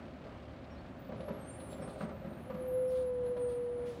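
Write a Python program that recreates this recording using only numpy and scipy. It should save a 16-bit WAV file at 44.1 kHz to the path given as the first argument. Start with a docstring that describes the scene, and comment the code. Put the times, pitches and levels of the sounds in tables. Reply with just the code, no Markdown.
"""A heavy truck creeps to a stop some way off, heard from indoors through a window.
Its diesel rumbles throughout, and a bird chirps faintly now and then. From about 1 s, impacts set the
steel body and a loose coupling ringing and rattling, while friction draws thin squeals and scrapes
from the brake shoes. Near 2.5 s a brake drum goes into self-excited vibration, one low groan that
sags as the truck slows. Just before 4 s, air hisses out of the brakes."""
import sys
import numpy as np
from scipy import signal
from scipy.fft import rfft, irfft
from scipy.io import wavfile
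from scipy.ndimage import uniform_filter1d

SR = 44100
rng = np.random.default_rng(int(sys.argv[2]) if len(sys.argv) > 2 else 0)


def dump(signal):
    """Clip the signal to [-1, 1] and save it as 16-bit WAV at the path in sys.argv[1]."""
    limited = np.clip(np.atleast_2d(signal).T, -1, 1)
    pcm = np.round(limited * 32767).astype(np.int16)
    wavfile.write(sys.argv[1], SR, pcm)


N = 176400
TIME = np.arange(N) / SR


def undb(db):
    """Amplitude ratio of a level in decibels."""
    return 10 ** (np.asarray(db) / 20)


def unit(x):
    """Normalisation to rms 1."""
    return x / np.sqrt(np.mean(x ** 2))


def curve(table, column=1):
    """Linear interpolation of one column of a table over time."""
    rows = np.array(table, float)
    return np.interp(TIME, rows[:, 0], rows[:, column])


def walk(rate_hz):
    """Smooth random fluctuation of rms 1: random steps, averaged twice."""
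    width = max(int(SR / rate_hz), 1)
    steps = np.repeat(rng.standard_normal(N // width + 1), width)
    return unit(uniform_filter1d(uniform_filter1d(steps, width), width)[:N])


def noise(spectrum, gain=1):
    """Source and filter: white noise is shaped in time, then coloured at unit mean power gain."""
    source = rng.standard_normal(N) * gain
    hz, db = np.array(spectrum, float).T
    bin_hz = np.maximum(np.arange(N // 2 + 1) * SR / N, 1)
    response = unit(undb(np.interp(np.log(bin_hz), np.log(hz), db)))
    return irfft(rfft(source) * response, N)


def envelope(start, length, attack_s, release_s):
    """Linear rise, then exponential decay from `length` seconds after the start."""
    age = TIME - start
    return np.clip(age / attack_s, 0, 1) * np.exp(-np.maximum(age - length, 0) / release_s)


def ring(force, modes, rise_s):
    """Modal superposition: a force drives damped modes whose joint response has unit energy."""
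    t = np.arange(SR // 2) / SR
    response = sum(undb(db - 60 * t / t60) * np.sin(2 * np.pi * (hz * t + rng.random()))
                   for hz, db, t60 in modes)
    response *= 1 - np.exp(-t / rise_s)  # the blow spreads through the panels
    return signal.fftconvolve(force, response / np.linalg.norm(response))[:N]


def street(direct, echo_db, t60_s=0.86, delay_s=0.011):
    """Reverberation: scattering from houses and trees adds a decaying tail to the direct sound."""
    t = np.arange(SR) / SR
    tail = rng.standard_normal(SR) * undb(-60 * t / t60_s) * (t > delay_s)
    return direct + undb(echo_db) * signal.fftconvolve(direct, tail / np.linalg.norm(tail))[:N]


# bird notes (t/s, length/s, f/Hz, glide/Hz, level/dB)
BIRD_NOTES = [(0.697, 0.033, 5550, -100, -69.5), (0.752, .045, 3820, 643, -68.5),
              (1.804, 0.038, 5420, -0.5, -70), (2.868, .035, 5400, 1.5, -73)]

def bird(rasp=0.018):
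    """Fast random frequency modulation roughens brief notes far behind the truck."""
    notes = np.zeros(N)
    for start, length, hz, glide_hz, db in BIRD_NOTES:
        pitch = hz + glide_hz * np.clip((TIME - start) / length, 0, 1)
        pitch *= 1 + rasp * walk(600)
        gain = undb(db) * envelope(start, length, attack_s=0.015, release_s=0.015)
        notes += gain * np.sin(2 * np.pi * np.cumsum(pitch) / SR)
    return street(notes, echo_db=-11)


# engine harmonics (multiple of the firing rate, relative level/dB)
ENGINE_ORDERS = [(2, 2), (3, -1.5), (4, -6), (5, -1), (6, -14), (7, -6)]
# diesel clatter (t/s, level/dB)
CLATTER_LEVEL = [(0, -64.5), (1.0, -69.5), (2.0, -73), (2.8, -80), (4, -72)]
# spectral density of engine and tyre rumble (f/Hz, relative level/dB)
RUMBLE_SPECTRUM = [(25, -31.5), (33, -12.5), (50, -9.5), (66, -1.5), (118, -3.5), (205, -5.5), (257, -1.5),
                   (309, -8.5), (354, -6.5), (430, -16.5), (604, -9), (811, -14.5), (952, -18.5),
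                   (1310, -19), (3010, -32.5), (4300, -40), (5200, -47.5), (7000, -48.5), (9300, -50.5),
                   (10200, -56.5), (15000, -58.5)]
# course of the rumble (t/s, level/dB)
RUMBLE_LEVEL = [(0, -49), (.9, -49.5), (1.4, -47.5), (1.9, -48.5), (2.4, -48.5), (3.0, -50), (4, -49)]

def engine(firing_hz=37.38, jitter=0.01222, hum_db=-56, decay_cycles=0.9):
    """Periodic excitation: firing gives a harmonic hum and bursts of clatter over a broadband rumble."""
    cycles = np.cumsum(firing_hz * (1 + jitter * walk(20))) / SR
    hum = sum(undb(db + 4 * walk(12)) * np.sin(2 * np.pi * (order * cycles + rng.random()))
              for order, db in ENGINE_ORDERS)
    bursts = np.exp(-(cycles % 1) / decay_cycles) * undb(2 * walk(35))
    clatter_band = [(580, -12), (2320, 0), (4580, -9), (12000, -45)]  # f/Hz, relative level/dB
    clatter = unit(noise(clatter_band, bursts)) * undb(curve(CLATTER_LEVEL))
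    rumble = noise(RUMBLE_SPECTRUM) * undb(curve(RUMBLE_LEVEL) + 0.75 * walk(14))
    return unit(hum) * undb(hum_db) + clatter + rumble


# spectral density of escaping air (f/Hz, relative level/dB)
AIR_SPECTRUM = [(1800, -3.5), (3800, 0.5), (6500, -8), (16000, -19)]

def air(start_s=3.848, length_s=0.07, level_db=-64):
    """Jet noise: a brake valve opens, and the bright hiss fades with the pressure."""
    gain = undb(level_db) * envelope(start_s, length_s, attack_s=0.019, release_s=0.14)
    return noise(AIR_SPECTRUM) * gain


# small dry ticks (t/s, level/dB)
TICKS = [(1.202, -60.5), (1.598, -60.5), (1.723, -59), (1.892, -61.5), (2.329, -67.5), (3.259, -65),
         (3.365, -64.5)]
# spectral density of a tick (f/Hz, relative level/dB)
TICK_SPECTRUM = [(1500, -10.5), (3900, 3), (5300, -14), (12000, -30.5)]
IMPACT_RISE_S, IMPACT_ECHO_DB = 0.006, -5.5

def ticks():
    """Brief contact gives a broad spectrum: small parts snap together, too light to ring the body."""
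    gain = sum(undb(db) * envelope(start, IMPACT_RISE_S, IMPACT_RISE_S, release_s=0.011)
               for start, db in TICKS)
    return street(noise(TICK_SPECTRUM, gain), IMPACT_ECHO_DB)


# modes of a loose steel coupling (f/Hz, relative level/dB, T60/s)
COUPLING_MODES = [(977.4, 0, 0.15), (1299, -6.5, .07), (1475, -10.5, 0.12)]
# blows on the coupling (t/s, impulse level/dB)
JOLTS = [(1.281, -21), (2.005, -20.5), (2.499, -23), (3.363, -25)]

def coupling():
    """Free vibration: hard jolts strike a loose coupling, which rings on above the body."""
    force = np.zeros(N)
    for start, db in JOLTS:
        force[int(start * SR)] += undb(db)
    return street(ring(force, COUPLING_MODES, IMPACT_RISE_S), IMPACT_ECHO_DB)


# modes of the steel body (f/Hz, relative level/dB, T60/s)
BODY_MODES = [(165, -4.5, 0.28), (190, -1, 0.093), (214.2, 2.5, 0.17), (247, -8, 0.13), (339, -10, 0.14),
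              (411.5, -11, 0.2), (479.5, -4.5, 0.068), (522.6, -4, .13), (557.5, 0.5, 0.075),
              (602, 0.5, 0.092), (655, -6, 0.069), (774, -4.5, 0.044), (973, -20, 0.11), (1184, -22, 0.14)]
# knocks (t/s, relative boom level/dB, relative clang level/dB, crack level/dB)
KNOCKS = [(.25, -61, -43.5, -66), (1.088, -41, -41, -55), (1.118, -40, -39, -52), (1.145, -42, -54, -70),
          (1.2, -43, -41, -60), (1.279, -60, -33, -49.5), (1.302, -35, -40.5, -57), (1.723, -50, -43, -56),
          (1.794, -40.5, -44, -66), (1.819, -40.5, -45.5, -52.5), (1.873, -39, -44.5, -54.5),
          (2.004, -35.5, -42.5, -45), (2.028, -32, -40.5, -55), (2.091, -45, -45.5, -52),
          (2.242, -38, -45.5, -53.5), (2.268, -32.5, -49, -68.5), (2.497, -42.5, -39, -51),
          (2.54, -36, -47.5, -52), (3.363, -48, -40.5, -53.5)]
# spectral density of steel cracking on steel (f/Hz, relative level/dB)
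CRACK_SPECTRUM = [(200, -5), (600, 6), (1200, 8.5), (2000, -0.5), (4000, -12.5), (6000, -22.5),
                  (9000, -37.5), (15000, -49.5)]
# rattle of loose parts (t/s, level/dB)
RATTLE_LEVEL = [(0, -59.5), (1.0, -61), (1.2, -53.5), (1.6, -57.5), (1.85, -49), (2.15, -53), (2.6, -61.5),
                (3.0, -61), (4, -59.5)]

def body(split_hz=380, chatter_db=-27, contact_s=0.01, taps_per_s=500):
    """Impact excitation: knocks boom in the low modes and clang in the high; random taps rattle."""
    boom_force, clang_force, chatter, crack_gain = np.zeros((4, N))
    for start, boom_db, clang_db, crack_db in KNOCKS:
        boom_force[int(start * SR)] += undb(boom_db)
        clang_force[int(start * SR)] += undb(clang_db)
        contact = (TIME >= start) * np.exp(-np.maximum(TIME - start, 0) / contact_s)
        chatter += undb(clang_db + chatter_db) * contact
        crack_gain += undb(crack_db) * envelope(start, IMPACT_RISE_S, IMPACT_RISE_S, release_s=0.018)
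    low_modes = [mode for mode in BODY_MODES if mode[0] < split_hz]
    high_modes = [mode for mode in BODY_MODES if mode[0] >= split_hz]
    booms = undb(24.5) * ring(boom_force, low_modes, rise_s=0.009)
    clang_force += chatter * rng.standard_normal(N)
    clangs = undb(25) * ring(clang_force, high_modes, rise_s=0.008)
    taps = (rng.random(N) < taps_per_s / SR) * rng.uniform(-0.89, 1, N)
    rattle = unit(ring(taps, high_modes, rise_s=0.008)) * undb(curve(RATTLE_LEVEL))
    cracks = noise(CRACK_SPECTRUM, crack_gain)
    return street(booms + clangs + cracks + rattle, IMPACT_ECHO_DB)


# dry scrapes of the brake shoes (t/s, length/s, level/dB)
SCRAPES = [(1.693, 0.026, -66), (1.865, 0.16, -68.5), (2.89, 0.12, -67.5), (3.475, 0.026, -67)]
# spectral density of a scrape (f/Hz, relative level/dB)
SCRAPE_SPECTRUM = [(1500, -5), (3000, 3.5), (4300, 4), (5500, -7), (7500, -8), (10000, -9), (13000, -12.5),
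                   (16000, -12.5)]

def scrapes():
    """Sliding friction without resonance: the lining rubs in short hisses."""
    gain = sum(undb(db) * envelope(start, length, attack_s=0.019, release_s=0.05)
               for start, length, db in SCRAPES)
    return noise(SCRAPE_SPECTRUM) * gain * undb(1.7 * walk(50))


# squeals of the brake shoes (t/s, length/s, f/Hz, glide/Hz, level/dB)
SQUEALS = [(0.97, 0.13, 15240, 90, -72), (1.158, 0.12, 10165, 5, -73.5), (1.24, 0.052, 11300, 37, -68),
           (1.31, 0.1, 11300, 44, -71.5), (1.382, 0.075, 8470, 32, -63.5), (1.408, 0.1, 6240, -2, -79),
           (1.441, 0.078, 8730, 28, -60), (1.471, 0.082, 8730, 41, -53.5), (1.555, 0.11, 8740, 94, -62),
           (1.456, .09, 10300, -130, -68), (1.548, 0.18, 10240, -17.5, -62.5),
           (1.49, 0.035, 7400, 13, -66.5), (1.558, .25, 14760, -220, -75), (1.679, 0.065, 7460, -17, -63),
           (1.718, 0.22, 10150, 48.5, -70), (1.807, 0.044, 8550, -1, -58), (1.873, 0.18, 8585, 9, -68),
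           (2.102, 0.44, 14490, -110, -75.5), (2.255, 0.15, 9020, -18.5, -76),
           (2.397, 0.091, 10160, 343.5, -75), (2.483, .13, 12400, 3.5, -76.5),
           (2.533, 0.51, 10800, 12.5, -78.5), (2.57, .14, 11700, -39.5, -76),
           (2.577, 0.055, 10250, 57.5, -65), (2.635, 0.11, 9400, -49, -71),
           (2.652, 0.084, 12790, 83.5, -64.5), (2.711, 0.17, 11150, 35, -61.5),
           (2.783, 0.25, 9300, -99, -68.5), (2.904, 0.087, 11240, -60, -65),
           (3.04, 0.051, 11270, -64.5, -67), (3.116, 0.42, 10320, 153, -76), (3.229, 0.066, 9150, 7, -74),
           (3.232, 0.066, 10960, 167, -65.5), (3.343, .06, 8850, 23.5, -70.5),
           (3.383, 0.14, 8910, -36, -59), (3.34, 0.3, 11200, -75, -71.5), (3.556, 0.19, 10380, 0, -76.5),
           (3.63, 0.2, 9250, -36, -78), (3.746, 0.17, 10580, -250, -70)]

def squeals(waver_depth=0.0015, flutter_db=3):
    """Friction-induced vibration: the shoes hop between high modes that swell, glide and die."""
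    waver = 1 + waver_depth * walk(60)
    flutter = undb(flutter_db * walk(130))
    tones = np.zeros(N)
    for start, length, hz, glide_hz, db in SQUEALS:
        shift = rng.integers(N)  # each squeal fluctuates in its own way
        pitch = (hz + glide_hz * np.clip((TIME - start) / length, 0, 1)) * np.roll(waver, shift)
        gain = undb(db) * envelope(start, length, attack_s=0.031, release_s=0.022)
        tones += gain * np.roll(flutter, shift) * np.sin(2 * np.pi * np.cumsum(pitch) / SR)
    return street(tones, echo_db=-11)


# fundamental of the brake drum (t/s, f/Hz, level/dB)
GROAN = [(2.46, 513.2, -53.5), (2.56, 507.2, -43.5), (2.65, 510.5, -40), (2.75, 509.3, -32.5),
         (2.91, 510.5, -32.5), (3.01, 509.4, -32.5), (3.11, 499.5, -35), (3.285, 491.4, -38),
         (3.322, 494.8, -34), (3.352, 488, -40), (3.41, 492.3, -35.5), (3.53, 486, -36), (3.89, 486, -39.5),
         (3.94, 471, -49), (4, 486, -51)]
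# its octave, which comes out as the drum slows (t/s, level/dB)
OCTAVE_LEVEL = [(2.6, -83.5), (3.1, -64.5), (3.75, -67.5), (4, -70.5)]

def groan(waver_depth=0.0016, flutter_db=0.83):
    """Self-excited oscillation: friction sustains one drum mode, a near-pure tone with a faint octave."""
    pitch = curve(GROAN) * (1 + waver_depth * walk(30))
    phase = 2 * np.pi * np.cumsum(pitch) / SR
    fundamental = undb(curve(GROAN, column=2)) * unit(np.sin(phase))
    octave = undb(curve(OCTAVE_LEVEL)) * unit(np.sin(2 * phase))
    gain = undb(flutter_db * walk(24.99)) * (TIME > GROAN[0][0])
    return street((fundamental + octave) * gain, echo_db=-18)


def scene():
    """Superposition of the truck and the bird, in mono."""
    truck = engine() + body() + coupling() + ticks() + groan() + squeals() + scrapes() + air()
    return (truck + bird())[None]


def record(dry, low_hz=33, top_hz=15800):
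    """Band limiting: steep filters cut the deepest bass and the highest treble."""
    highpass = signal.butter(8, low_hz, "high", fs=SR, output="sos")
    lowpass = signal.ellip(10, .1, 80, top_hz, fs=SR, output="sos")
    return signal.sosfilt(lowpass, signal.sosfilt(highpass, dry))


dry = scene()
out = record(dry)
dump(out)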